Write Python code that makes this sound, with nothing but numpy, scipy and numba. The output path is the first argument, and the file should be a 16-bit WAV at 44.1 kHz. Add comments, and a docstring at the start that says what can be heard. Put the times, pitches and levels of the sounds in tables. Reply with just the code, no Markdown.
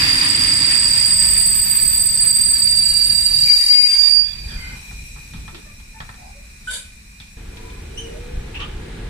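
"""Train braking to a halt at a platform

A passenger train's wheels squeal, ever purer as they slow: friction-driven tones over coloured-noise rumble and grind.
The coaches creak and settle, air hisses from a ringing pipe, a door is unlatched with resonant knocks,
and a valve whistles and spits. Then comes the sound of a standing electric locomotive's blowers, growing louder:
duct noise and deep rumble under a blade tone that rises in surges."""
import sys
import numpy as np
from scipy import signal
from scipy.fft import rfft, irfft, next_fast_len
from scipy.io import wavfile
from scipy.ndimage import uniform_filter1d, minimum_filter1d, map_coordinates
from numba import njit

SR = 44100
rng = np.random.default_rng(int(sys.argv[2]) if len(sys.argv) > 2 else 0)


def wrap_up_sound(samples):
    """Save the sound to the file named by the first command line argument, as 16-bit audio."""
    columns = np.atleast_2d(samples).T
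    # keep every value between -1 and 1, then stretch to whole-number steps
    tamed = np.clip(columns, -1, 1)
    steps = np.round(tamed * 32767).astype(np.int16)
    wavfile.write(sys.argv[1], SR, steps)


N = 400869

BITE_S, STOP_S = 3.454, 4.08  # the blocks bite hard; the wheels come to rest
LEAK_END = 8.35  # s

# Spectrum of deep rumble: [f/Hz, relative level/dB]
RUMBLE_SPECTRUM = [(11, -52), (18, 1.5), (48, 5.5), (130, -12), (170, -14), (290, -120)]
# Spectrum of droning hollow bodies: [f/Hz, relative level/dB]
DRONE_SPECTRUM = [(47, -24), (80, 2), (155, -0.5), (236, -5.5), (275, -10), (312, -13), (457, -15.5),
                  (700, -23.5), (910, -17), (1540, -120)]


def amp(db):
    """Decibels to gain."""
    return 10 ** (np.asarray(db) / 20)


def unit(x):
    """Scale to rms 1."""
    return x / np.sqrt(np.mean(np.abs(x) ** 2) + 1e-20)


def clock():
    """The time of every sample, in seconds."""
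    return np.arange(N) / SR


def along(points, hz):
    """Read (Hz, value) points on a log frequency axis."""
    f, value = np.transpose(points)
    return np.interp(np.log(hz + 1), np.log(np.abs(f) + 1), value)


def train_speed():
    """The train's speed at every sample, as a share of its first speed."""
    # Braking curve: [t/s, share of the first speed]
    braking = [(0, 1), (1.5, 0.82), (3, 0.24), (3.6, 0.11), (4.2, 0.026)]
    s, share = np.transpose(braking)
    return np.interp(clock(), s, share)


def pan(db):
    """Left and right gains for a level difference; positive is louder on the left."""
    gains = amp(np.array([np.atleast_1d(db), -np.atleast_1d(db)]) / 2)
    return gains / np.sqrt(np.mean(gains ** 2, axis=0))


def wobble(rate):
    """A smooth random curve, rate knots a second."""
    return map_coordinates(rng.standard_normal(512), [clock() * rate], mode="wrap")


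def held(start, end, rise_db_per_s, fall_db_per_s):
    """Gain that rises until start, holds at 1 and dies away after end."""
    t = clock()
    rise = abs(rise_db_per_s) * np.maximum(start - t, 0)
    fall = abs(fall_db_per_s) * np.maximum(t - end, 0)
    return amp(-rise - fall)


def swell(peak, rise, fall):
    """A bell-shaped gain, 10 dB down at rise seconds before its peak and fall seconds after."""
    t = clock() - peak
    return amp(-10 * np.minimum((t / np.where(t < 0, rise, fall)) ** 2, 20))


def receding(db_per_s):
    """Gain of the nearest bogie, which fades with the way travelled (db_per_s at the first speed)."""
    return amp(-db_per_s * np.cumsum(train_speed()) / SR)


def filtered(x, response):
    """x times a response of frequency."""
    m = next_fast_len(x.shape[-1] + SR // 8, real=True)
    return irfft(rfft(x, m) * response(np.fft.rfftfreq(m, 1 / SR)), m)[..., :x.shape[-1]]


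def resonant(modes, size):
    """Stereo noise of rms 1 ringing in (Hz, width Hz, dB) resonances."""
    def body(f):
        total = 0
        for k, (centre, width, db) in enumerate(modes):
            peak = 1j * f * width / (centre * centre - f * f + 1j * f * width)
            total = total + (-1) ** k * amp(db) * peak  # neighbours alternate in sign
        return total
    return unit(filtered(rng.standard_normal((2, size)), body))


def rush(spectrum, ripple_db=0, spacing_hz=28):
    """Coloured stereo noise of rms 1, alike in the bass; ripple stands for the many close modes of steel parts."""
    # Stereo likeness: [f/Hz, left-right correlation]
    likeness = [(60, 1), (250, 0.97), (500, 0.14), (1000, 0.39), (2500, 0.15), (8000, .1)]

    def colour(hz):
        turn = np.arccos(np.clip(along(likeness, hz), -1, 1)) / 2
        modes = map_coordinates(rng.standard_normal(4096), [hz / spacing_hz], mode="wrap")
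        return amp(along(spectrum, hz) + ripple_db * modes) * np.array([np.cos(turn), np.sin(turn)])

    mid, side = filtered(rng.standard_normal((2, N)), colour)
    return unit(np.array([mid + side, mid - side]))


def add(track, s, sound):
    """Mix a sound in at time s."""
    part = track[:, max(0, round(s * SR)):][:, :sound.shape[-1]]
    part += sound[..., :part.shape[-1]]


@njit
def resonate(kicks, keep):
    """Complex amplitude of a kicked mode that keeps a share of its motion at each step."""
    z = kicks.copy()
    for i in range(1, len(keep)):
        z[:, i] = keep[i] * z[:, i - 1] + np.sqrt(1 - keep[i] ** 2) * kicks[:, i]
    return z


def sing(hz, width_hz, skirt_hz=260, pure=0, size=16, pure_width_hz=2.07):
    """A friction-driven mode at two ears: rough contact widens the line, while a pure share of it rings on cleanly."""
    step = SR / size  # the slow amplitude is computed once every size samples
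    keep = np.exp(-np.pi * np.abs(width_hz + 0 * hz)[::size] / step)
    kicks = rng.standard_normal((2, len(keep))) + 1j * rng.standard_normal((2, len(keep)))
    rough = signal.lfilter([1], [1, -np.exp(-2 * np.pi * skirt_hz / step)], resonate(kicks, keep))
    rough /= np.sqrt(np.abs(uniform_filter1d(np.abs(rough) ** 2, int(step / 10))) + 1e-12)
    # the pure share has a steady level and only its phase wanders
    share = np.clip(pure, 0, 1)
    drift = np.cumsum(rng.standard_normal(rough.shape), axis=1) * np.sqrt(2 * np.pi * pure_width_hz / step)
    z = np.sqrt(1 - share) * rough + np.sqrt(share) * np.exp(1j * drift)
    swing = np.array([np.interp(np.arange(len(hz)) / size, np.arange(len(keep)), ear) for ear in z])
    phase = 2 * np.pi * np.cumsum(hz) / SR
    return np.sqrt(2) * (swing.real * np.cos(phase) - swing.imag * np.sin(phase))


def lagged(pair, delay):
    """The sound reaches the right ear first, by delay seconds."""
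    return filtered(pair, lambda hz: np.exp(1j * np.pi * hz * delay * np.array([[-1], [1]])))


def echo(x, t60=0.45, wet_db=-10):
    """Coach sides and trees scatter a short tail of decaying noise."""
    t = np.arange(SR // 2) / SR
    tail = rng.standard_normal((2, len(t))) * amp(-60 * t / t60) * (t > .006)
    return x + amp(wet_db) * signal.fftconvolve(x, tail / np.linalg.norm(tail[0]), axes=1)[:, :N]


def outdoor_hiss(level_db=-49, waver_db=0.78):
    """A soft outdoor hiss of coloured noise wavers slightly throughout."""
    # Spectrum: [f/Hz, relative level/dB]
    hiss_spectrum = [(150, -16), (250, -15), (360, -21), (700, -21.5), (1250, -16), (2200, -8.5),
                     (2450, -2.5), (3100, -27), (3940, -13.5), (5200, -15.5), (7800, -17.5), (9500, -14),
                     (11200, -36), (15000, -24.5)]
    return amp(level_db + waver_db * wobble(5.5)) * rush(hiss_spectrum, ripple_db=2.3)


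def blower(start=7.365, air_db=-45, grow_db_per_s=4.5, low_db=-38, body_db=-46.5, whine_hz_per_s=115):
    """The locomotive's cooling fans sound steadily louder: air in ducts, a deep rumble and a rising blade tone."""
    # Spectrum of air in the ducts: [f/Hz, relative level/dB]
    duct_spectrum = [(120, -5), (200, -3.5), (330, -2.5), (420, 0.5), (600, -15), (800, -11), (1100, -15.5),
                     (1760, -11), (2400, -16), (3700, -16), (6500, -38), (12000, -60)]
    # Surges of the blade tone: [peak t/s, f at the peak/Hz, level/dB, 10 dB rise/s, 10 dB fall/s]
    surges = [(7.62, 450, -50, 0.12, 0.18), (8.11, 465.5, -40, 0.19, 0.36)]
    t = clock()
    level = np.clip((t - start) / 0.0077, 0, 1) * amp(grow_db_per_s * (t - start))
    air = amp(air_db) * rush(duct_spectrum, ripple_db=2.0)
    air = air + amp(low_db) * rush(RUMBLE_SPECTRUM) + amp(body_db) * rush(DRONE_SPECTRUM)
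    blade = np.zeros((2, N))
    for peak, hz, db, rise, fall in surges:
        tone = sing(hz + whine_hz_per_s * (t - peak), 1.2, 17, pure=0.7)
        blade += amp(db) * swell(peak, rise, fall) * tone
    return level * air + blade


def leak(start=4.48, eases=5.05, burst_db=-44, steady_db=-49):
    """Air escapes as noise through a ringing pipe, strongly at first."""
    # Pipe resonances: [f/Hz, width/Hz, relative level/dB]
    pipe = [(2431, 41, 3), (4000, 154, -10.5), (5677, 92, -8), (6580, 34, -9.5), (7680, 220, -12),
            (8830, 54, -10.5), (10930, 100, -12.5), (12200, 57, -14), (13600, 150, -22)]
    burst = amp(burst_db) * held(start, eases, 23, 21)
    steady = amp(steady_db) * held(start, LEAK_END, 20, 13)
    return (burst + steady) * resonant(pipe, N)


def settling(body_db=-11, rest_db=-45, rest_body_db=-60, sway_db=-40, calm_s=5.38, calm_db_per_s=6,
             hum_db=-56.5, hum_hz=205):
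    """The coaches heave, sway for a while after the stop and keep up a faint rumble and hum at rest."""
    # Lurches: [peak t/s, time to fall 10 dB on either side/s, level/dB]
    heaves = [(1.39, 0.33, -34), (1.92, 0.076, -35), (2.92, 0.07, -33), (3.11, 0.048, -30),
              (3.375, 0.12, -32.5), (4.529, 0.14, -29.5), (4.732, 0.056, -30.5), (4.98, 0.15, -36.5),
              (5.4, 0.11, -35.5), (8.378, 0.045, -27), (8.76, 0.07, -31)]
    heave = sum(amp(db) * swell(peak, length, length) for peak, length, db in heaves)
    motion = np.hypot(heave, amp(sway_db) * held(4.3, calm_s, 60, calm_db_per_s))
    low = np.hypot(motion, amp(rest_db)) * rush(RUMBLE_SPECTRUM)
    body = np.hypot(amp(body_db) * motion, amp(rest_body_db)) * rush(DRONE_SPECTRUM)
    hum = amp(hum_db) * held(STOP_S, LEAK_END, 60, 12) * sing(np.full(N, hum_hz), 40, 25)[0]
    return hum + low + body


def rolling(low_db=-40, body_db=-32.5, fade_db_per_s=3.8, fall_db_per_s=130, uneven_db=2,
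            frame_db=-38, frame_hz=283):
    """Running gear and coach bodies rumble until the blocks bite; the near bogie frame adds a hollow note."""
    low = amp(low_db + uneven_db * wobble(6.8)) * rush(RUMBLE_SPECTRUM)
    body = amp(body_db) * receding(fade_db_per_s) * rush(DRONE_SPECTRUM)
    frame = amp(frame_db) * swell(0.23, 1, 0.7) * sing(np.full(N, frame_hz), 34, 77)[0]
    return (low + body + frame) * held(0, BITE_S, 0, fall_db_per_s)


def rubbing(colour, fast_ripple_db=1.5, slow_ripple_db=3.5, flutter_db=1.09):
    """Iron on a wheel tread; at walking pace single modes stand out of the hiss."""
    speed = np.clip(train_speed(), 0, 1)
    fast = np.sqrt(speed) * rush(colour, ripple_db=fast_ripple_db)
    slow = np.sqrt(1 - speed) * rush(colour, ripple_db=slow_ripple_db)
    return amp(flutter_db * wobble(24)) * (fast + slow)


def grind(level_db=-22, fade_db_per_s=7.0, speed_power=0.035, fall_db_per_s=25):
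    """The brake blocks grind, weaker as the bogie draws away and slows."""
    # Spectrum: [f/Hz, relative level/dB]
    grind_spectrum = [(260, -31), (450, -17.5), (688, -17.5), (1020, -6.5), (1350, -9.5), (1550, -7),
                      (1820, 0), (2020, 0), (2560, -1), (3150, -8), (3660, -1.5), (3950, -7.5), (4300, -3),
                      (5590, -82), (9460, -120)]
    force = train_speed() ** speed_power * receding(fade_db_per_s) * held(0, STOP_S, 0, fall_db_per_s)
    return amp(level_db) * force * rubbing(grind_spectrum)


def fizz(level_db=-28.5, fade_db_per_s=5, bite_db=-35, rise_db_per_s=130, sag_db_per_s=9, fall_db_per_s=85):
    """The blocks' high hiss fades with distance and flares when they bite for the last time."""
    # Spectrum: [f/Hz, relative level/dB]
    fizz_spectrum = [(3000, -28), (4200, -23), (5500, 6), (6400, -5), (7400, 4), (9000, -1.5),
                     (10500, -5.5), (12500, -7.5), (14200, -8.5), (15200, -36)]
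    bite = amp(bite_db) * held(BITE_S, BITE_S, rise_db_per_s, sag_db_per_s)
    force = amp(level_db) * receding(fade_db_per_s) + bite
    return force * held(0, STOP_S, 0, fall_db_per_s) * rubbing(fizz_spectrum)


def knocks(attack=0.00093, crack_db=5, crack_t60=0.013):
    """Each knock cracks sharply, then rings in resonances of a door panel, a latch and a hollow coach body."""
    # Knocks: [t/s, level/dB, relative thud/dB, relative latch ring/dB, t60/s]
    blows = [(4.5, -52, 9, 6, 0.28), (4.91, -42, -2, -8, 0.16), (5.16, -43, 4, -23, 0.25),
             (5.335, -45.5, 17, 2, 0.39), (5.478, -36, 3, -8, 0.15), (5.545, -41.5, -1, 3, 0.21),
             (5.799, -49, -14, 0, 0.12), (6.002, -31, -4, -7, 0.15), (6.09, -36, -2, -10, 0.13),
             (6.141, -45, -6, -6, 0.12), (7.2, -51, 8, 11, 0.22), (7.57, -52, -5, 11, 0.1),
             (7.7, -55, -5, 9, 0.11), (8.551, -42, -9, -2, 0.22), (8.601, -34.5, -16, -3, 0.31)]
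    # Door panel resonances: [f/Hz, width/Hz, relative level/dB]
    panel = [(430, 77, -7), (860, 130, 0.5), (1130, 110, -1.5), (1320, 99, 0), (1830, 170, 0)]
    # Latch resonances: [f/Hz, width/Hz, relative level/dB]
    catch = [(2370, 370, 0.5), (3620, 640, 3), (4970, 1800, -7.5)]
    coach_body = [(70, 43, 0), (150, 61, -1), (248, 57, -11.5)]
    out, t = np.zeros((2, N)), np.arange(SR // 2) / SR
    for s, db, thud_db, bright_db, t60 in blows:
        thud = amp(thud_db) * resonant(coach_body, len(t))[0]
        ring = resonant(panel, len(t)) + amp(bright_db) * resonant(catch, len(t)) + thud
        force = amp(-60 * t / t60) + amp(crack_db - 60 * t / crack_t60)
        add(out, s, amp(db) * force * (1 - np.exp(-t / attack)) * ring)
    return out


def squeaks(level_db=1, count=3):
    """Short gliding tones with overtones: squeaks and creaks of blocks, springs and hinges, and late scuffs,
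    perhaps of feet or a bag."""
    # Squeaks, creaks and scuffs:
    # [t/s, length/s, first f/Hz, last f/Hz, relative level/dB, overtone step/dB, line width/Hz]
    glides = [(2.601, 1.7, 2818, 2763, -44, -30, 17), (3.199, 0.89, 895, 933, -59, -13, 8),
              (3.45, 0.082, 2390, 2230, -29.5, -25, 120), (3.587, 0.11, 2060, 1970, -43, -26, 28),
              (3.683, 0.24, 2180, 2227, -35.5, -24, 32), (3.717, 0.23, 2520, 2470, -34.5, -25, 33),
              (3.864, 0.26, 2250, 2415, -43, -20, 22), (3.892, 0.15, 1575, 1622, -48, -15, 18),
              (3.898, 0.073, 3160, 3370, -41, -6, 87), (3.977, 0.28, 84.1, 77, -39, -8, 1.4),
              (3.979, 0.15, 1848, 1847, -44, -20, 7), (4.016, 0.08, 3710, 3645, -34, -22, 13),
              (4.02, 0.089, 1110, 1086, -49, -15, 3.3), (4.111, 0.13, 244, 250, -49, -15, 4.4),
              (4.241, 0.12, 3410, 3467, -43, -25, 44), (4.468, 0.45, 1048, 905.2, -54, 0.5, 660),
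              (4.473, 0.1, 1784, 1613, -42.5, -1.5, 350), (4.531, 0.27, 1520, 1517, -46.5, -3, 66),
              (4.567, 0.2, 2090, 2090, -38.5, -22, 19), (5.519, 0.093, 350, 318, -46.5, -20, 55),
              (5.644, 0.088, 606, 575, -57, 1, 13), (5.933, 0.08, 880, 903, -49.5, -3, 9),
              (6.177, 0.16, 739, 794, -47.5, -16, 59), (6.25, 0.07, 5250, 5000, -57, -30, 200),
              (6.34, 0.11, 550, 604, -53.5, -22, 9), (7.531, 0.28, 963, 1012, -51.5, -22, 15),
              (8.077, 0.12, 523, 638, -45, -20, 13), (8.542, 0.044, 2570, 2770, -32, -24, 690),
              (8.592, 0.062, 2785, 3090, -31, -24, 740), (8.59, 0.08, 1117, 1250, -39, -6, 22)]
    out, t = np.zeros((2, N)), np.arange(2 * SR) / SR
    for s, length, first_hz, last_hz, db, step_db, width in glides:
        u = t[t < length] / length
        hz = first_hz + (last_hz - first_hz) * u
        tone = 0
        for k in range(count):
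            partial_db = step_db * k * (k + 1) / 2 - 2.0 * k
            tone = tone + amp(partial_db) * sing((k + 1) * hz, (k + 1) * width)
        add(out, s, amp(db + level_db) * np.sqrt(np.abs(np.sin(np.pi * u))) * tone)
    return out


def chirp(start=7.96, length=0.098, foot_hz=2790, arch_hz=260, level_db=-33, step_db=-6, width_hz=55, count=3):
    """One high chirp arches up and partly back, with overtones and a soft tail."""
    hz = foot_hz + arch_hz * np.sin(np.pi * np.clip((clock() - start) / length, 0, 0.85))
    tone = sum(amp(step_db * k) * sing((k + 1) * hz, (k + 1) * width_hz) for k in range(count))
    return amp(level_db) * held(7.98, 7.995, 900, 200) * tone


def valve(start=6.672, first_hz=1505, whistle_db=-22, spit_db=-29.5, nozzle_db=-32, t60=0.27, overtone_db=-8,
          sputter_db=1.5, open_s=0.045, shut_s=0.1):
    """An air valve whistles as it opens, then breaks into a short sputtering hiss."""
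    # Spectrum of the spit: [f/Hz, relative level/dB]
    spit_spectrum = [(240, -57), (400, -19), (935, -22), (1090, -19), (1230, -31), (1520, 2), (1740, -19),
                     (2360, -9), (2580, -32), (3610, -5), (5680, -25), (9520, -8), (15000, -40)]
    # Nozzle resonances: [f/Hz, width/Hz, relative level/dB]
    nozzle = [(3080, 110, -1), (3730, 150, -5), (4600, 100, -1), (7460, 420, -1.5), (9600, 400, -9)]
    t = np.arange(SR // 2) / SR
    hz = first_hz + 120 * t
    rise = 1 - np.exp(-t / 0.021)  # the overtone builds up later
    tone = sing(hz, 5, 60, pure=0.6) + rise * amp(overtone_db) * sing(2 * hz, 60)
    spit = amp(spit_db) * rush(spit_spectrum, ripple_db=6.0, spacing_hz=89.9)
    jet = spit + amp(nozzle_db) * resonant(nozzle, N)
    out = held(start + open_s, start + shut_s, 420, 310) * amp(sputter_db * wobble(160)) * jet
    add(out, start, amp(whistle_db - 60 * t / t60) * (1 - np.exp(-t / 0.004)) * tone)
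    return out


def chatter(level_db=-43, low_hz=1800, high_hz=12500, length_s=0.1, spread_db=3, glide=0.015, width_hz=25,
            count=36):
    """In the last turn of the wheels the blocks stick and slip, sounding brief gliding partials at random."""
    out, u = np.zeros((2, N)), np.linspace(0, 1, int(length_s * SR))
    for (when, pitch), (size, slope) in zip(rng.random((count, 2)), rng.standard_normal((count, 2))):
        hz = low_hz * (high_hz / low_hz) ** pitch * (1 + glide * slope * u)
        partial = amp(level_db + spread_db * size) * np.sin(np.pi * u) * sing(hz, width_hz)
        add(out, BITE_S + when * (STOP_S - BITE_S), partial)
    return out


def overtones(skirt_hz=130, pure=0.11, waver_db=0.86, last_s=4.15, fall_db_per_s=110):
    """Other wheel modes take turns to ring, narrow as the train slows, and die once it stands."""
    MODE_1, MODE_2, MODE_3, MODE_4, MODE_5, MODE_6 = 3815, 8112, 9460, 11641, 13554, 14003  # Hz
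    # Mode swells:
    # [peak t/s, f/Hz, level/dB, 10 dB rise/s, 10 dB fall/s, width at the first speed/Hz, left-right/dB]
    wheel_modes = [(0.3, 9540, -33.5, 1.14, 1.4, 201, -10.5), (1.65, MODE_5, -29, 0.6, 0.85, 25, -0.5),
                   (1.95, MODE_2, -14.3, 1.63, 1.3, 77, -4), (2.801, 9390, -39.5, 0.92, 0.87, 151, -5),
                   (3.1, MODE_6, -46, 3, 0.69, 60, -8), (3.3, MODE_4, -38.5, 1.3, 0.58, 160, -12),
                   (3.65, MODE_1, -36.5, 0.98, 0.47, 400, -6), (3.8, MODE_3, -32, 0.64, 0.47, 397, -8.5)]
    speed = train_speed()
    out = np.zeros((2, N))
    for peak, hz, db, rise, fall, width, side in wheel_modes:
        level = amp(db + waver_db * wobble(7)) * swell(peak, rise, fall)
        out += level * pan(side) * sing(np.full(N, hz), width * speed, skirt_hz, pure)
    return out * held(0, last_s, 0, fall_db_per_s)


def squeal(width_hz=60, skirt_hz=130, fast_pure=0.14, slow_pure=0.7, pure_speed=0.19):
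    """Each wheel sings at its own pitch and beats with the others; slower bouts are narrower and purer."""
    HZ_A, HZ_B, HZ_C, HZ_D, HZ_E = 4668, 4706, 4727, 4749, 4812  # the wheels' notes
    # Bouts, each on one wheel's note:
    # [start t/s, end t/s, f/Hz, level/dB, left-right/dB, rise/(dB/s), fall/(dB/s)]
    bouts = [(0, 2.1, HZ_A, -25, -7, 60, 28), (0, 1.35, HZ_D, -21.5, -11, 62, 20),
             (0, 1.2, HZ_E, -19.5, -5.5, 60, 55), (0.1, 0.66, HZ_B, -19.5, -6, 60, 10),
             (2.15, 4.11, HZ_B, -21, -8, 49, 60), (2.8, 3.6, HZ_A, -17, -8, 16, 55),
             (3.5, 3.92, HZ_C, -12.3, 10, 128, 130), (4.0, 4.13, HZ_A, -23.5, -15, 152, 72),
             (4.0, 4.2, HZ_D, -12.2, -21, 132, 175), (4.55, 4.66, HZ_D, -40, -12, 55, 88)]
    speed = train_speed()
    pure = fast_pure + (slow_pure - fast_pure) * np.exp(-speed / pure_speed)
    out = np.zeros((2, N))
    for start, end, hz, db, side, rise, fall in bouts:
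        bout_pure = np.interp((start + end) / 2, clock(), pure)  # taken at mid-bout
        tone = sing(np.full(N, hz), width_hz * speed, skirt_hz, bout_pure)
        out += amp(db) * held(start, end, rise, fall) * pan(side) * tone
    return out


def scene():
    """Everything as heard from the platform."""
    # Stereo balance of rolling and grinding: [f/Hz, left-right/dB]
    tread_balance = [(60, 0.5), (120, 0.0), (240, 2), (470, -4), (940, -5), (1860, 8.5), (3700, -2),
                     (7350, -7), (14600, -3.5)]
    treads = filtered(grind() + rolling(), lambda hz: pan(along(tread_balance, hz)))
    coaches = lagged(outdoor_hiss() + leak() + settling() + treads + fizz(), delay=0.000266)
    echoing = echo(knocks() + squeaks() + chirp() + valve() + chatter())
    return blower() + coaches + echoing + overtones() + squeal()


def record(dry, ceiling=.93, top_hz=15200):
    """A smooth limiter holds down the highest peaks, then everything from top_hz up is cut."""
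    room = np.minimum(1, ceiling / (np.abs(dry).max(axis=0) + 1e-9))
    gain = uniform_filter1d(minimum_filter1d(room, size=401), size=401)
    return filtered(dry * gain, lambda hz: hz < top_hz)


dry = scene()
out = record(dry)
wrap_up_sound(out)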